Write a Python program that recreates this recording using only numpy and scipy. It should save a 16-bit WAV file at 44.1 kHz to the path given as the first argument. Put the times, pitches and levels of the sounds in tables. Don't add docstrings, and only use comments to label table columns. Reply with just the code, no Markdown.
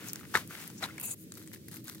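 import sys
import numpy as np
from scipy import signal
from scipy.fft import rfft, irfft
from scipy.io import wavfile
from scipy.ndimage import uniform_filter1d

SR = 44100
rng = np.random.default_rng(int(sys.argv[2]) if len(sys.argv) > 2 else 0)


def unload_audio(sound):
    columns = np.transpose(np.atleast_2d(sound))
    steps = np.round(np.clip(columns, -1, 1) * 32767)
    wavfile.write(sys.argv[1], SR, steps.astype(np.int16))


def decibels_to_gain(level_db):
    exponent = np.asarray(level_db, float) / 20
    return 10 ** exponent


N = 88200
TIME = np.arange(N) / SR
SIDES = np.array([[1], [-1]])


def table(rows):
    return np.array(rows, float).T


def curve(rows, col=1, off_db=-120):
    columns = table(rows)
    return np.interp(TIME, columns[0], columns[col], off_db, off_db)


def unit(x):
    return x / np.sqrt(np.mean(x ** 2))


def colour(x, points):
    hz, db = table(points)
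    f = np.maximum(np.arange(1025) * SR / 2048, 1)
    log_gain = np.interp(np.log(f), np.log(hz), db) * np.log(10) / 20
    cepstrum = irfft(log_gain)
    cepstrum[1:1024] *= 2
    cepstrum[1025:] = 0
    impulse = irfft(np.exp(rfft(cepstrum)))
    return signal.fftconvolve(np.atleast_2d(x), impulse[None])[:, :N]


def ring(x, hz, width_hz):
    b, a = signal.iirpeak(min(hz, 18000), hz / width_hz, fs=SR)
    return signal.lfilter(b, a, x)


def walk(per_s):
    hold = int(SR / per_s)
    steps = np.repeat(rng.standard_normal(N // 50), hold)[:N]
    return unit(uniform_filter1d(uniform_filter1d(steps, hold), hold))


def pair_noise(size):
    spread_hz, spread_max = 1460, 0.77
    f = np.arange(size // 2 + 1) * SR / size
    own = spread_max * f ** 2 / (f ** 2 + spread_hz ** 2)
    z = rfft(rng.standard_normal((3, size)))
    return irfft(np.sqrt(1 - own) * z[0] + np.sqrt(own) * z[1:], size)


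def grains(per_s, spread_db, tail_s, bed_db):
    edges_hz = (0, 2800, 6000, 10500, 22050)
    shared = 0.5
    z = rfft(pair_noise(N))
    f = np.arange(N // 2 + 1) * SR / N
    size = decibels_to_gain(spread_db * np.minimum(rng.exponential(size=N), 2.5)) ** 2
    wide = rng.random(N) < shared * per_s / SR
    out = 0
    for lo, hi in zip(edges_hz, edges_hz[1:]):
        narrow = rng.random(N) < (1 - shared) * per_s / SR
        hits = (wide | narrow) * size
        power = signal.lfilter([1], [1, -np.exp(-2 / (tail_s * SR))], hits)
        band = irfft(z * ((f >= lo) & (f < hi)), N)
        out = out + band * np.sqrt(power / power.mean() + decibels_to_gain(bed_db) ** 2)
    return unit(out)


# (frequency [Hz], level [dB])
FAR_COLOUR = [(40, -36.5), (90, 1.5), (200, 1.5), (380, -6.5), (560, -17.5), (800, -39), (1800, -31),
              (16000, -31)]
# (frequency [Hz], side over mid [dB])
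FAR_WIDTH = [(60, -6.5), (200, -12), (400, -10.5), (800, 3.5), (1500, 2), (15000, 2)]


def far():
    level_db, hum_hz, hum_db = -50, 318.8, 6
    mid = colour(rng.standard_normal(N), FAR_COLOUR)
    side = colour(colour(rng.standard_normal(N), FAR_COLOUR), FAR_WIDTH)
    mid = mid + decibels_to_gain(hum_db) * ring(mid, hum_hz, 6.3)
    return (mid + side * SIDES) / np.std(mid) * decibels_to_gain(level_db + 1.26 * walk(14.08))


# (time [s], level [dB], brightness [dB])
RUB_STROKES = [(0, -54, 0), (.085, -52, 5.5), (.112, -56, 0.5), (.2, -58.5, 4.5), (.25, -57, -9),
               (.28, -68, 8.5), (.4, -48.5, 2), (.44, -55.5, -5.5), (.48, -69.5, 5), (.51, -49.5, 1),
               (.56, -51.5, 2), (.64, -51, 3.5), (.7, -61, 5), (.75, -71.5, 11.5), (.88, -52.5, -2.5),
               (.92, -59, -2.5), (.975, -58, -2)]
# (frequency [Hz], level [dB])
SCRAPE_COLOUR = [(500, -2), (900, -5), (1500, 2), (2300, 0), (3000, -3.5), (5000, -11.5), (12000, -29),
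                 (16000, -56)]
# (time [s], half length [s], level [dB])
SKIN_SLIPS = [
    (0.094, 0.015, -52),
    (0.786, 0.015, -54),
]


def rub():
    slip_hz = 6300
    scrape = unit(colour(grains(900, 2.1, 0.0016, -7), SCRAPE_COLOUR)) * decibels_to_gain(walk(40))
    crackle = grains(500, 3, 0.0007, 1)
    brightness_db = curve(RUB_STROKES, col=2) + 0.5 * walk(58)
    sticky = unit(ring(crackle, 8500, 19000)) * decibels_to_gain(brightness_db)
    slips = sum(decibels_to_gain(db) * np.exp(-((TIME - s) / half_s) ** 2) for s, half_s, db in SKIN_SLIPS)
    squeak = unit(ring(ring(crackle, slip_hz, 2900), slip_hz, 3800)) * slips
    return (scrape + sticky) * decibels_to_gain(curve(RUB_STROKES)) + squeak


# (time [s], peak [dB], ring [Hz], leaf thud [dB], thud [Hz])
POPS = [(0.0855, -29, 14500, -32.5, 7100), (0.098, -32, 7600, -34, 5330), (0.1325, -17, 14100, -34.5, 7260),
        (0.1578, -26.5, 6500, -39, 1510), (.193, -39.5, 4200, -43.5, 1950), (0.2, -35, 12200, -55, 1770),
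        (.2104, -56, 5000, -43, 1370), (.232, -56, 5000, -43, 1140), (.24, -56, 5000, -45, 1580),
        (.2515, -56, 5000, -42.5, 1800), (0.4753, -33, 12500, -66, 1780), (.5003, -48, 6000, -46, 1300),
        (.5516, -57, 4000, -32, 1940), (0.6765, -29, 12600, -34, 10800), (.701, -36.5, 7000, -42, 1320),
        (0.9799, -33, 8100, -36.5, 1500), (0.9977, -31, 11200, -42, 1800), (1.0126, -23, 12000, -59, 1800)]
# (time [s], peak [dB], ring [Hz], leaf thud [dB], thud [Hz])
SALT_GRAINS = [(1.3207, -29, 7800, -43.5, 1680), (1.3395, -37, 10000, -55, 1980),
               (1.3455, -40, 14500, -62, 1970), (1.353, -37, 7000, -58, 2000),
               (1.3722, -35, 12200, -42.5, 1510), (1.381, -42, 12500, -50, 1700),
               (1.395, -38.5, 12500, -52, 1700), (1.4148, -49, 8110, -47, 1590),
               (1.4255, -39, 9000, -52, 1700), (1.437, -46, 8000, -55, 1700), (1.46, -49, 14500, -59, 1800),
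               (1.475, -34.5, 8300, -44.5, 2070), (1.4835, -45, 8300, -63, 1900),
               (1.516, -46, 13900, -45, 1920), (1.5335, -33, 13000, -48, 2060),
               (1.539, -38, 7600, -42.5, 2090), (1.547, -36, 12960, -48, 2000),
               (1.56, -55, 12000, -46, 1910), (1.6835, -33.5, 11600, -44.5, 2010),
               (1.7138, -38, 12400, -51, 1380), (1.7295, -41, 10000, -46, 1500),
               (1.7418, -32, 11000, -45, 1390), (1.7475, -34, 13500, -48, 1900),
               (1.7595, -34, 14000, -46, 1500), (1.7688, -29, 12500, -42.5, 2190),
               (1.782, -48, 10870, -52, 1520), (1.8422, -34, 15300, -38, 15000),
               (1.854, -39, 12000, -50, 2600), (1.8808, -32, 6800, -38, 1470),
               (1.8835, -34, 14000, -39.5, 1400), (1.894, -39, 11000, -49, 1370),
               (1.897, -32, 3980, -36.5, 1400), (1.914, -47, 11000, -48, 1500),
               (1.92, -41, 13000, -49, 1600), (1.9482, -33.5, 12500, -48, 1940),
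               (1.9823, -40.5, 4470, -54, 1800)]


def ticks():
    burst_s, ring_q = 0.0011, 4
    thud_s, thud_width_hz = 0.0021, 420
    out = np.zeros((2, N + 2000))
    t = np.arange(800) / SR
    for s, db, hz, thud_db, thud_hz in POPS + SALT_GRAINS:
        burst = pair_noise(len(t)) * np.exp(-t / burst_s) * np.minimum(t / 0.0002, 1)
        bright = ring(burst, hz, hz / ring_q) + 0.17 * np.diff(burst, prepend=0)
        thud = ring(pair_noise(len(t)) * np.exp(-t / thud_s), thud_hz, thud_width_hz)
        i = int(s * SR)
        out[:, i:i + len(t)] += decibels_to_gain(db) * bright / abs(bright).max()
        out[:, i:i + len(t)] += decibels_to_gain(thud_db) * thud / abs(thud).max()
    return out[:, :N]


# (time [s], level [dB])
FIRST_FLOP = [(.3385, -42), (.341, -32.5), (.352, -28), (.358, -23.5), (.366, -33.5), (.374, -26),
              (.379, -33), (.41, -58)]
# (time [s], level [dB])
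SECOND_FLOP = [(.805, -51), (.823, -43.5), (.827, -32.5), (.835, -33), (.842, -33), (.862, -39),
               (.868, -57), (.885, -75)]
# (frequency [Hz], level [dB])
CRINKLE_COLOUR = [(150, -9), (250, -12.5), (698, -9.5), (1020, -5.5), (1910, -6), (2800, -12.5),
                  (3910, -11.5), (13700, -22), (16000, -28)]
# (time [s], peak [dB], pitch [Hz], 60 dB decay [s])
WET_SMACKS = [(.3415, -19, 1300, 0.0054), (0.3462, -28.5, 1500, 0.016), (.3492, -16, 1075, 0.0055),
              (0.3528, -3.5, 1780, 0.0055), (.3528, -17, 3760, 0.0047), (0.3555, -22.5, 1554, 0.011),
              (0.3541, -27.5, 412, 0.015), (0.359, -25, 1340, 0.024), (.362, -24, 2050, 0.013),
              (0.362, -25, 3850, 0.006), (.3682, -25, 1520, .012), (.37, -22, 1730, 0.0064),
              (.3728, -19.5, 1240, 0.0056), (.3748, -21, 1450, 0.0045), (0.3855, -36, 1540, 0.012),
              (.388, -36, 1076, 0.0088), (0.8243, -37, 1480, .015), (.8278, -36, 2060, 0.016),
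              (.829, -32, 775, 0.017), (0.8305, -30.5, 1440, 0.016), (0.835, -37, 1190, .01),
              (0.8338, -34, 3840, .02), (.8365, -36.5, 750, 0.013), (0.8392, -20.5, 3900, 0.0073),
              (0.839, -30, 1380, 0.018), (0.8493, -38.5, 3920, 0.024), (0.853, -45, 1200, 0.014),
              (.888, -45, 1440, 0.028), (0.898, -45, 1410, 0.023), (0.907, -46.5, 2060, 0.032),
              (0.982, -31, 2200, 0.008), (.508, -37, 1430, 0.013)]


def flops():
    crinkle = unit(colour(grains(1300, 2.7, 0.003, -1.5), CRINKLE_COLOUR))
    out = crinkle * (decibels_to_gain(curve(FIRST_FLOP) - 4.5) + decibels_to_gain(curve(SECOND_FLOP) - 3.0))
    t = np.arange(2000) / SR
    attack = np.minimum(t / 0.00082, 1)
    for s, db, hz, t60 in WET_SMACKS:
        i = int(s * SR)
        out[:, i:i + len(t)] += decibels_to_gain(db - 60 * t / t60) * np.sin(2 * np.pi * hz * t) * attack * 1.69
    return out


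# (time [s], level [dB], tilt to fine salt [dB])
SCOOP_STROKES = [
    [(.997, -60, 0), (.999, -42, 15), (1.007, -54, 13), (1.014, -43.5, 8), (1.019, -56, 9),
     (1.028, -58, 19)],
    [(1.028, -48, 18), (1.036, -38.5, 2.5), (1.058, -37, 9), (1.075, -44.5, -9), (1.1, -39, 4.5),
     (1.112, -39, -8.5), (1.128, -40, -3), (1.142, -47, 8), (1.148, -60, 9)],
    [(1.16, -73, 17), (1.2, -60, 12), (1.24, -63, 24), (1.27, -91, 6)],
]
# (frequency [Hz], level [dB])
CRUSH_COLOUR = [(600, -27), (1000, -38), (2200, -22), (4000, -16), (5800, -20), (6600, -2), (9000, -6),
                (15500, -13)]


def scoop():
    bowl_hz, bowl_width_hz, bowl_db, body_db = 2630, 126, -6, -47.5
    bowl_from_s, fade_db_per_s = 0.98, 108
    crush = grains(2200, 2.5, 0.001, -3)
    salt = unit(colour(crush, CRUSH_COLOUR))
    fine = ring(salt, 13200, 3900)
    coarse = ring(salt, 8270, 3500)
    since = TIME - bowl_from_s
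    fade = (since > 0) * decibels_to_gain(-fade_db_per_s * np.abs(since))
    bowl = decibels_to_gain(bowl_db + 2.9 * walk(45.3)) * unit(ring(crush, bowl_hz, bowl_width_hz)) * fade
    out = decibels_to_gain(body_db + 3 * walk(51.2)) * unit(ring(crush, 1000, 3500)) * fade * (since < 0.17)
    for stroke in SCOOP_STROKES:
        tilt_db = np.clip(curve(stroke, col=2), -12, 12)
        tilted = salt + bowl + fine * (decibels_to_gain(tilt_db) - 1) + coarse * (decibels_to_gain(-tilt_db) - 1)
        out = out + tilted * decibels_to_gain(curve(stroke))
    return out


# (start [s], length [s], level [dB])
SALT_SHOWERS = [(1.321, 0.0063, -51.5), (1.345, 0.027, -59.5), (1.373, 0.012, -50), (1.386, 0.061, -58.5),
                (1.46, 0.028, -60.5), (1.529, 0.021, -49), (1.55, 0.029, -60), (1.68, 0.019, -57),
                (1.713, 0.065, -51), (1.777, 0.031, -58.5), (1.847, 0.028, -57), (1.872, .014, -49),
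                (1.889, 0.011, -43.5), (1.903, 0.039, -54), (1.947, 0.01, -50.5), (1.95, .05, -61.5)]
# (frequency [Hz], level [dB])
PATTER_COLOUR = [(350, -33), (600, -14.5), (1280, -7), (2090, -5.5), (2610, -14.5), (3990, -5), (5630, -9),
                 (14500, -7), (16000, -15.5)]


def shower():
    edge_s = 0.0035
    envelope = 0
    for start, length, db in SALT_SHOWERS:
        inside_s = np.minimum(TIME - start, start + length - TIME)
        envelope = envelope + decibels_to_gain(db) * np.clip(inside_s / edge_s + 0.5, 0, 1)
    return unit(colour(grains(900, 2.5, 0.001, -3), PATTER_COLOUR)) * envelope


def scene():
    lag_s, lag_top_hz, pan_db = 1e-4, 5200, 3
    near = rub() + flops() + scoop() + shower() + ticks()
    f = np.arange(N // 2 + 1) * SR / N
    lag = np.exp(1j * np.pi * SIDES * lag_s * f / (1 + (f / lag_top_hz) ** 3))
    return irfft(rfft(near) * lag, N) * decibels_to_gain(SIDES * pan_db / 2 + 0.5) + far()


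def band_limit(x):
    return signal.sosfilt(signal.butter(12, 16810, fs=SR, output="sos"), x)


def record(dry):
    top_cut = signal.ellip(8, 0.2, 60, 15800, fs=SR, output="sos")
    low_cut = signal.butter(3, 94, "high", fs=SR, output="sos")
    mix = signal.sosfilt(low_cut, signal.sosfilt(top_cut, dry))
    return band_limit(mix)


dry = scene()
out = record(dry)
unload_audio(out)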